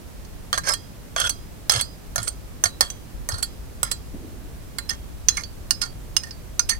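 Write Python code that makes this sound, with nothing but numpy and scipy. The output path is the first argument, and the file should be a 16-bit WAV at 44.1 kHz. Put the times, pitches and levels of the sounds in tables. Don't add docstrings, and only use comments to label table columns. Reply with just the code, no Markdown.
import sys
import numpy as np
from scipy import signal
from scipy.fft import rfft, irfft
from scipy.io import wavfile
from scipy.ndimage import uniform_filter1d

SR = 44100
rng = np.random.default_rng(int(sys.argv[2]) if len(sys.argv) > 2 else 0)


def bounce(signal):
    frames = np.transpose(np.atleast_2d(signal))
    limited = np.clip(frames, -1, 1)
    pcm = np.round(limited * 32767).astype(np.int16)
    wavfile.write(sys.argv[1], SR, pcm)


def boost_factor(decibels):
    exponent = np.asarray(decibels, float) / 20
    return 10 ** exponent


N = 299439
TIP_FROM_S = 4.5
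TIP_SHADOW_DB, LEFT_LAG_S = -3.5, 17 / SR

# start t/s, peak level/dB, bass level/dB, treble level/dB, favoured mode f/Hz
TEAR_OFFS = [(0.6847, -14, -12, -4, 8700), (0.733, -11.5, -15.5, -9.5, 8200), (1.2909, -11, -19, -9, 6040),
             (1.807, -11, -20, -8.5, 4460), (2.2752, -13, -30, -3, 8560), (3.424, -13.5, -24, -7.5, 4460),
             (3.911, -13.5, -30, -7.5, 4460), (4.888, -14, -16.5, -17.5, 5270),
             (5.8104, -12, -32, -18, 5500), (6.6874, -8.5, -52, -12.5, 5820)]


def evened(x):
    return x / np.sqrt(np.mean(x ** 2) + 1e-20)


def read(points, hz):
    f, value = np.transpose(points)
    return np.interp(np.log(hz + 1), np.log(f + 1), value)


def add(mix, s, sound):
    part = mix[:, round(s * SR):][:, :sound.shape[1]]
    part += sound[:, :part.shape[1]]


def air():
    # f/Hz, level/dB per Hz
    colour = [(12, -26), (20, 1), (70, -1), (177, -10), (319, -15.5), (377, -17), (660, -22), (759, -24.5),
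              (3340, -33.5), (3630, -33.5), (4420, -33.5), (14700, -36.5), (16000, -41)]
    # f/Hz, correlation [-1..1]
    likeness = [(60, 0.26), (240, 0.084), (950, 0.099), (3770, 0.053), (15000, -0.019)]
    # f/Hz, level/dB
    balance = [(60, 0), (180, -2.5), (550, -4), (1650, -2.5), (4970, -1.5), (15000, -1.0)]
    # t/s, level/dB
    rumble = [(0.0, -64), (0.05, -47), (0.76, -42.5), (0.83, -51), (1.44, -43.5), (1.55, -50.5),
              (1.83, -41.5), (2.02, -53), (2.08, -41), (3.08, -47.5), (3.21, -33.5), (3.27, -47),
              (3.33, -38), (3.46, -43.5), (6.17, -43), (6.2, -48), (6.79, -40.5)]
    hum_hz, hum_width_hz, hum_db = 57, 4.7, 8.5
    frames, hz = N // 1024 + 5, np.fft.rfftfreq(4096, 1 / SR)
    a, b, c, d = rng.standard_normal((frames, 2049, 4)).T
    same = np.clip(read(likeness, hz), -1, 1)[:, None]
    right = a + 1j * b
    left = same * right + np.sqrt(1 - same ** 2) * (c + 1j * d)
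    s, rumble_db = np.transpose(rumble)
    swell_db = np.interp(np.arange(frames) * 1024 / SR, s, rumble_db + 43.5)
    swell_db = swell_db / (1 + (hz[:, None] / 90) ** 4)
    swell_db += hum_db / (1 + ((hz[:, None] - hum_hz) / hum_width_hz) ** 2)
    lean_db = read(balance, hz)[:, None] / 2
    tilt_db = np.array([lean_db, -lean_db])
    z = np.array([left, right]) * boost_factor(read(colour, hz)[:, None] + swell_db + tilt_db)
    noise = signal.istft(z, nperseg=4096, noverlap=3072)[1][:, :N]
    return boost_factor(-37) * evened(noise)


def knock(db, hz, t60):
    t = np.arange(round(t60 * SR)) / SR
    band = signal.butter(2, [hz * 0.75, hz * 1.25], "bandpass", fs=SR, output="sos")
    a, b = signal.sosfilt(band, rng.standard_normal((2, len(t))))
    attack = np.minimum(t / .012, 1)
    return evened(np.array([0.9 * a + .5 * b, a])) * boost_factor(db - 60 * t / t60) * attack


def floor_knocks(mix):
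    # t/s, level/dB, pitch f/Hz, t60 t/s
    thumps = [(0.6, -30, 122, 0.17), (1.228, -27.5, 98, 0.13), (1.741, -26, 99, 0.27),
              (2.179, -21, 94, 0.14), (2.651, -23.5, 94, 0.095), (3.326, -17.5, 85, 0.098),
              (3.819, -35, 97, 0.21), (5.301, -35, 100, 0.071)]
    # t/s, level/dB, pitch f/Hz, t60 t/s
    thud = [
        (4.136, -26, 276, 0.11),
        (4.19, -43, 295, 2.3),
    ]
    for s, *row in thumps + thud:
        add(mix, s, knock(*row))


def room(x):
    t = np.arange(8000) / SR
    tail = rng.standard_normal((2, len(t))) * boost_factor(-60 * t / 0.13) * (t > .003)
    return boost_factor(-18.0) * signal.fftconvolve(x[1:], tail / np.linalg.norm(tail[0]), axes=1)[:, :N]


def ring(hz, db, t60, shadow_db, size):
    # f/Hz, level/dB
    shadow = [(300, -26), (700, 9.5), (1400, -6.5), (3200, -1), (4300, -12), (5500, -24), (8500, -12.5),
              (12000, 9)]
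    t = np.arange(size) / SR
    pole = (2j * np.pi * hz - np.log(1000) / t60)[:, None, None]
    waves = (np.exp(pole * t[::100, None]) * np.exp(pole * t[:100])).reshape(len(hz), size)
    left_gain = boost_factor(read(shadow, hz) + shadow_db * (hz < 7000))
    left = left_gain * np.exp(1j * rng.standard_normal(len(hz)))
    start = boost_factor(db) * np.exp(.6j * rng.standard_normal(len(hz)))
    out = (np.array([left * start, start]) @ waves).imag
    out[0] = np.interp(t - LEFT_LAG_S, t, out[0], left=0)
    return out


def steel(s, favoured_hz, grip, favour_db=11.0):
    # f/Hz, flank level/dB, tip level/dB, t60 t/s
    modes = [(594, -43, -41, 0.12), (708, -9, -32, 0.067), (1177, -1.5, -1, 0.45), (1340, 0, -26, 0.19),
             (1420, 4, 6, 0.12), (1620, 2, -2, 0.13), (1714, -0.5, -44, 0.069), (1827, 3, 11.5, 0.17),
             (2140, 2, 9, 0.024), (2904, -21, 7, 0.067), (3253, 4, -8, 0.1), (3354, 14, 13.5, 0.069),
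             (4150, 8.5, -60, 0.15), (4290, -36, -7, 0.035), (4460, 20, 22.5, 0.09), (4580, 1.5, 12, 0.2),
             (4900, -6, -18, 0.12), (5460, 8, -23, 0.084), (5220, 20, 26.5, 0.025), (6078, 10.5, 20, 0.054),
             (6220, 17.5, 10.5, 0.072), (6320, 16, 25.5, 0.029), (7400, 12.5, 5, 0.12),
             (7820, 22.5, -24, 0.015), (8700, -24, -35, 0.07), (8590, 21.5, 19, 0.031),
             (9160, 13.5, 12, 0.033), (9780, 5.5, 2, 0.055), (11130, 11, -6, 0.051)]
    # f/Hz, level/dB against the main modes
    dense = [(450, -24), (700, -17), (930, -70), (1400, -15), (2500, -26), (3200, -17), (3700, -48),
             (4500, -13), (6300, -4), (6900, -4.5), (9000, 0.5), (11400, -14.5), (12300, -22), (16000, -48)]
    hz, flank_db, tip_db, t60 = np.transpose(modes)
    tip = s > TIP_FROM_S
    db = (tip_db if tip else flank_db) + 4.5 * rng.standard_normal(len(hz))
    db = db + favour_db * np.exp(-(np.log(hz / favoured_hz) / .07) ** 2)
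    t60 = 1 / (1 / t60 + grip)
    small_hz = np.linspace(450, 16000, 160) + rng.uniform(-45, 45, 160)
    small_db = read(dense, small_hz) + np.median(db)
    small_db = small_db - 14 * tip * (small_hz < 1000)
    shadow_db = tip * TIP_SHADOW_DB
    parts = []
    for lo, hi in ((0, 2400), (2400, 6900), (6900, SR)):
        big = (hz >= lo) & (hz < hi)
        small = (small_hz >= lo) & (small_hz < hi)
        part = ring(hz[big], db[big], t60[big], shadow_db, size=4000)
        part[:, :2500] += ring(small_hz[small], small_db[small], .05, shadow_db, size=2500)
        parts.append(2 * part / np.linalg.norm(part))
    return parts


def linger(s, mode_hz, db, t60):
    size = 14000
    fade = np.cos(np.linspace(0, np.pi / 2, size)) * np.minimum(np.arange(size) / 130, 1)
    wander = uniform_filter1d(rng.standard_normal(size), size=500)
    waver_db = 2.5 * evened(uniform_filter1d(wander, size=300))
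    tone = ring(np.array([mode_hz]), db, t60, (s > TIP_FROM_S) * TIP_SHADOW_DB, size)
    return tone * fade * boost_factor(waver_db)


def free_rings(mix):
    # t/s, ring level/dB, mode set going most f/Hz
    freed = [(0.53, -38, 4090), (0.738, -43, 4930), (1.297, -41, 8478), (1.813, -42, 4930),
             (2.278, -50, 6070), (2.64, -41, 3965), (2.809, -41, 3265), (2.902, -49, 6070),
             (3.43, -44, 7450), (3.833, -39, 5062), (3.917, -49, 4930), (4.786, -42, 4090),
             (4.903, -46, 3265), (5.287, -32, 4090), (5.438, -45, 4590), (5.709, -31, 5062),
             (5.82, -39, 4590), (6.167, -32, 5062), (6.31, -45, 4590), (6.594, -33, 5062),
             (6.697, -38, 4590)]
    # f/Hz, level after a blow/dB, level after a tear/dB, t60 t/s
    free_flank = [(3265, -14, -5, .55), (3965, -8, -40, .5), (4090, -10, -4, .4), (4460, 0, 4, .14),
                  (4590, -9, -40, .5), (4755, -2, -40, .2), (4930, -12, -1, .65), (5062, -8, -40, .3),
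                  (6070, -11, -2, .42), (7450, -40, -3, .17), (8478, -14, 2, .2)]
    free_tip = [(1560, -14, -14, .3), (2480, -16, -40, .31), (3265, -40, -9, .5), (4090, -14, -16, .4),
                (4590, -40, 0, .3), (4860, -20, -8, .25), (5062, -24, -6, .3), (6070, -18, -14, .4),
                (8478, -18, -40, .22)]
    for s, ring_db, favoured_hz in freed:
        torn = min(abs(s - row[0]) for row in TEAR_OFFS) < .015
        for hz, blow_db, tear_db, t60 in free_tip if s > TIP_FROM_S else free_flank:
            db = ring_db + (tear_db if torn else blow_db)
            if abs(np.log(hz / favoured_hz)) < .015:
                db = ring_db + 4.5
            if db > -60:
                add(mix, s, linger(s, hz, db, t60))


def slide(s, length, first_db, last_db, favoured_hz):
    t = np.arange(s, s + length, 1 / SR)
    size = len(t)
    bass_db, treble_db = (-8.5, -10) if s > TIP_FROM_S else (-5.5, -5)
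    bass_db += 4.5 * (favoured_hz < 2400)
    treble_db += 9 * (favoured_hz > 6900)
    level_db = np.interp(t, [s, s + length], [first_db, last_db])
    bass_tilt_db = bass_db - 0.05 * (level_db + 14.5)
    treble_tilt_db = treble_db - 0.3 * (level_db + 38.5)

    tick_db = 3.0 * np.minimum(rng.exponential(1, size), 3.5)
    ticks = rng.standard_normal(size) * boost_factor(tick_db) * (rng.random(size) < .25)
    lumps = evened(uniform_filter1d(rng.standard_normal(size), size=200))
    ticks = evened(ticks * boost_factor(2.2 * lumps)) * signal.windows.tukey(size, .12)
    ticks = signal.sosfilt(signal.butter(6, 12300, fs=SR, output="sos"), ticks)
    wander = uniform_filter1d(uniform_filter1d(rng.standard_normal((3, size)), size=300), size=200)
    parts = steel(s, favoured_hz, grip=18., favour_db=14.0)
    sound = 0
    for part, tilt_db, w in zip(parts, (bass_tilt_db, 0, treble_tilt_db), wander):
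        drive = ticks * boost_factor(level_db + tilt_db + 2.4 * evened(w))
        sound = sound + signal.fftconvolve(part, drive[None], axes=1)
    return sound


def slides(mix):
    strokes = [(0.535, 0.056, -32, -46, 708), (0.575, 0.038, -23.5, -69, 1620),
               (0.632, 0.063, -47.5, -21, 1620), (0.689, 0.046, -22.5, -30.5, 5220),
               (1.163, 0.12, -31, -24.5, 3400), (1.702, .106, -28.5, -28, 3200),
               (2.187, 0.036, -34, -51, 1340), (2.216, 0.06, -44, -48.5, 8590),
               (2.273, 0.014, -28, -59, 1340), (2.652, 0.062, -17.5, -69, 4460),
               (2.819, 0.079, -27.5, -58, 3160), (2.906, 0.02, -51, -58, 3260),
               (3.295, 0.12, -39.5, -45.5, 1390), (3.428, 0.023, -31, -66, 1420),
               (3.846, 0.063, -41, -56, 1340), (3.912, 0.027, -31.5, -52, 1340),
               (4.902, 0.061, -30, -59, 1730), (5.292, 0.076, -44.5, -48, 2904),
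               (5.367, 0.077, -26, -59.5, 2250), (5.818, 0.062, -25.5, -52.5, 1420),
               (6.225, 0.074, -60, -47.5, 1820), (6.698, 0.079, -21, -60, 1910)]
    for row in strokes:
        add(mix, row[0], slide(*row))


def contact(s, peak_db, bass_db, treble_db, favoured_hz, grip, rise_ms, chatter_ms, blow):
    bass, middle, treble = steel(s, favoured_hz, grip)
    ms = np.arange(2048) / SR * 1000
    shape = np.minimum(ms / rise_ms, 1) ** 2 * np.exp(-np.maximum(ms - rise_ms, 0) / chatter_ms)
    drive = rng.standard_normal(len(ms)) * shape
    for _ in range(4):
        spectrum = rfft(drive)
        even = irfft(spectrum / abs(spectrum))
        drive = even * shape / np.sqrt(uniform_filter1d(even ** 2, size=40) + 1e-12)
    drive /= np.linalg.norm(drive)
    drive[0] += blow
    body = boost_factor(bass_db + 5) * bass + middle + boost_factor(treble_db + 10.5) * treble
    sound = signal.fftconvolve(body, drive[None], axes=1)
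    sound /= abs(sound).max()
    crack = blow * boost_factor(-12.5 - ms * 29.0) * np.gradient(rng.standard_normal(len(ms)))
    sound[:, :len(ms)] += [.55 * np.roll(crack, round(LEFT_LAG_S * SR)), crack]
    return boost_factor(peak_db + 6.5) * sound


def tears(mix):
    for row in TEAR_OFFS:
        rise_ms = 7.5 if row[0] > TIP_FROM_S else 4
        add(mix, row[0], contact(*row, grip=0.71, rise_ms=rise_ms, chatter_ms=4.5, blow=.01))


def rocks(mix):
    # t/s, peak level/dB, bass level/dB, treble level/dB, favoured mode f/Hz
    touches = [(0.2484, -41, -17, -23, 1600), (0.5813, -15, -1, -8, 1730), (1.1847, -23, 11, -34, 3300),
               (1.2004, -8.5, -6, -6, 8550), (1.719, -9, -12, -9, 5900), (2.1796, -14.5, -5, -18, 1340),
               (2.229, -21, -14, 24, 9050), (2.6561, -15, -2.5, -36, 5500), (2.6711, -47, 12, -13, 1420),
               (2.9012, -20.5, -33, -17, 5930), (3.3209, -23, -14, -28, 5220), (3.383, -25.5, -2, -6, 1420),
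               (5.3695, -16, -34, -14, 5330), (5.435, -24.5, -38, -39, 4460), (6.234, -24.5, -6, -17, 1850),
               (6.2688, -36, 2, -22, 1760), (6.3083, -27, -28, -49, 4900)]
    for row in touches:
        add(mix, row[0], contact(*row, grip=6.4, rise_ms=0.88, chatter_ms=2.62, blow=0.18))


def snaps(mix):
    # t/s, peak level/dB, bass level/dB, treble level/dB, favoured mode f/Hz
    landings = [(0.5293, -6, -10.5, -25, 3330), (1.163, -11, -1, -29, 3260),
                (1.6963, 2.5, -16.5, -20, 5100), (2.159, -9, -8.5, -16.5, 6460),
                (2.6385, -1, -11, -17.5, 6050), (2.808, 1.5, -11, -12.5, 3180),
                (3.289, -10.5, -4, -8, 6220), (3.831, -2, -5.5, -4, 1340),
                (4.7853, -10.5, -13, -16.5, 4480), (5.2853, 3, -27, -44, 6220),
                (5.7077, -2, -19.5, -17, 5390), (6.1663, -1, -56, -20, 5170),
                (6.5942, -2, -19, -19.5, 5550)]
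    for row in landings:
        add(mix, row[0], contact(*row, grip=13.5, rise_ms=0.074, chatter_ms=3.73, blow=0.94))


def thinned(magnet):
    flank, tip = (signal.sosfilt(signal.butter(4, hz, "highpass", fs=SR, output="sos"), magnet)
                  for hz in (518, 860))
    return np.where(np.arange(N) / SR > TIP_FROM_S, tip, flank)


def scene():
    floor = air()
    floor_knocks(floor)
    magnet = np.zeros((2, N))
    slides(magnet)
    tears(magnet)
    rocks(magnet)
    snaps(magnet)
    magnet = thinned(magnet)
    magnet = magnet + room(magnet)
    free_rings(magnet)
    return magnet + floor


def top_cut(x):
    return signal.sosfilt(signal.butter(12, 16600, fs=SR, output="sos"), x)


def record(dry):
    edge = signal.firwin(255, 16100, window=("kaiser", 9), fs=SR)
    mix = signal.oaconvolve(np.clip(dry, -1, 1), edge[None], "same")
    return top_cut(mix)


dry = scene()
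out = record(dry)
bounce(out)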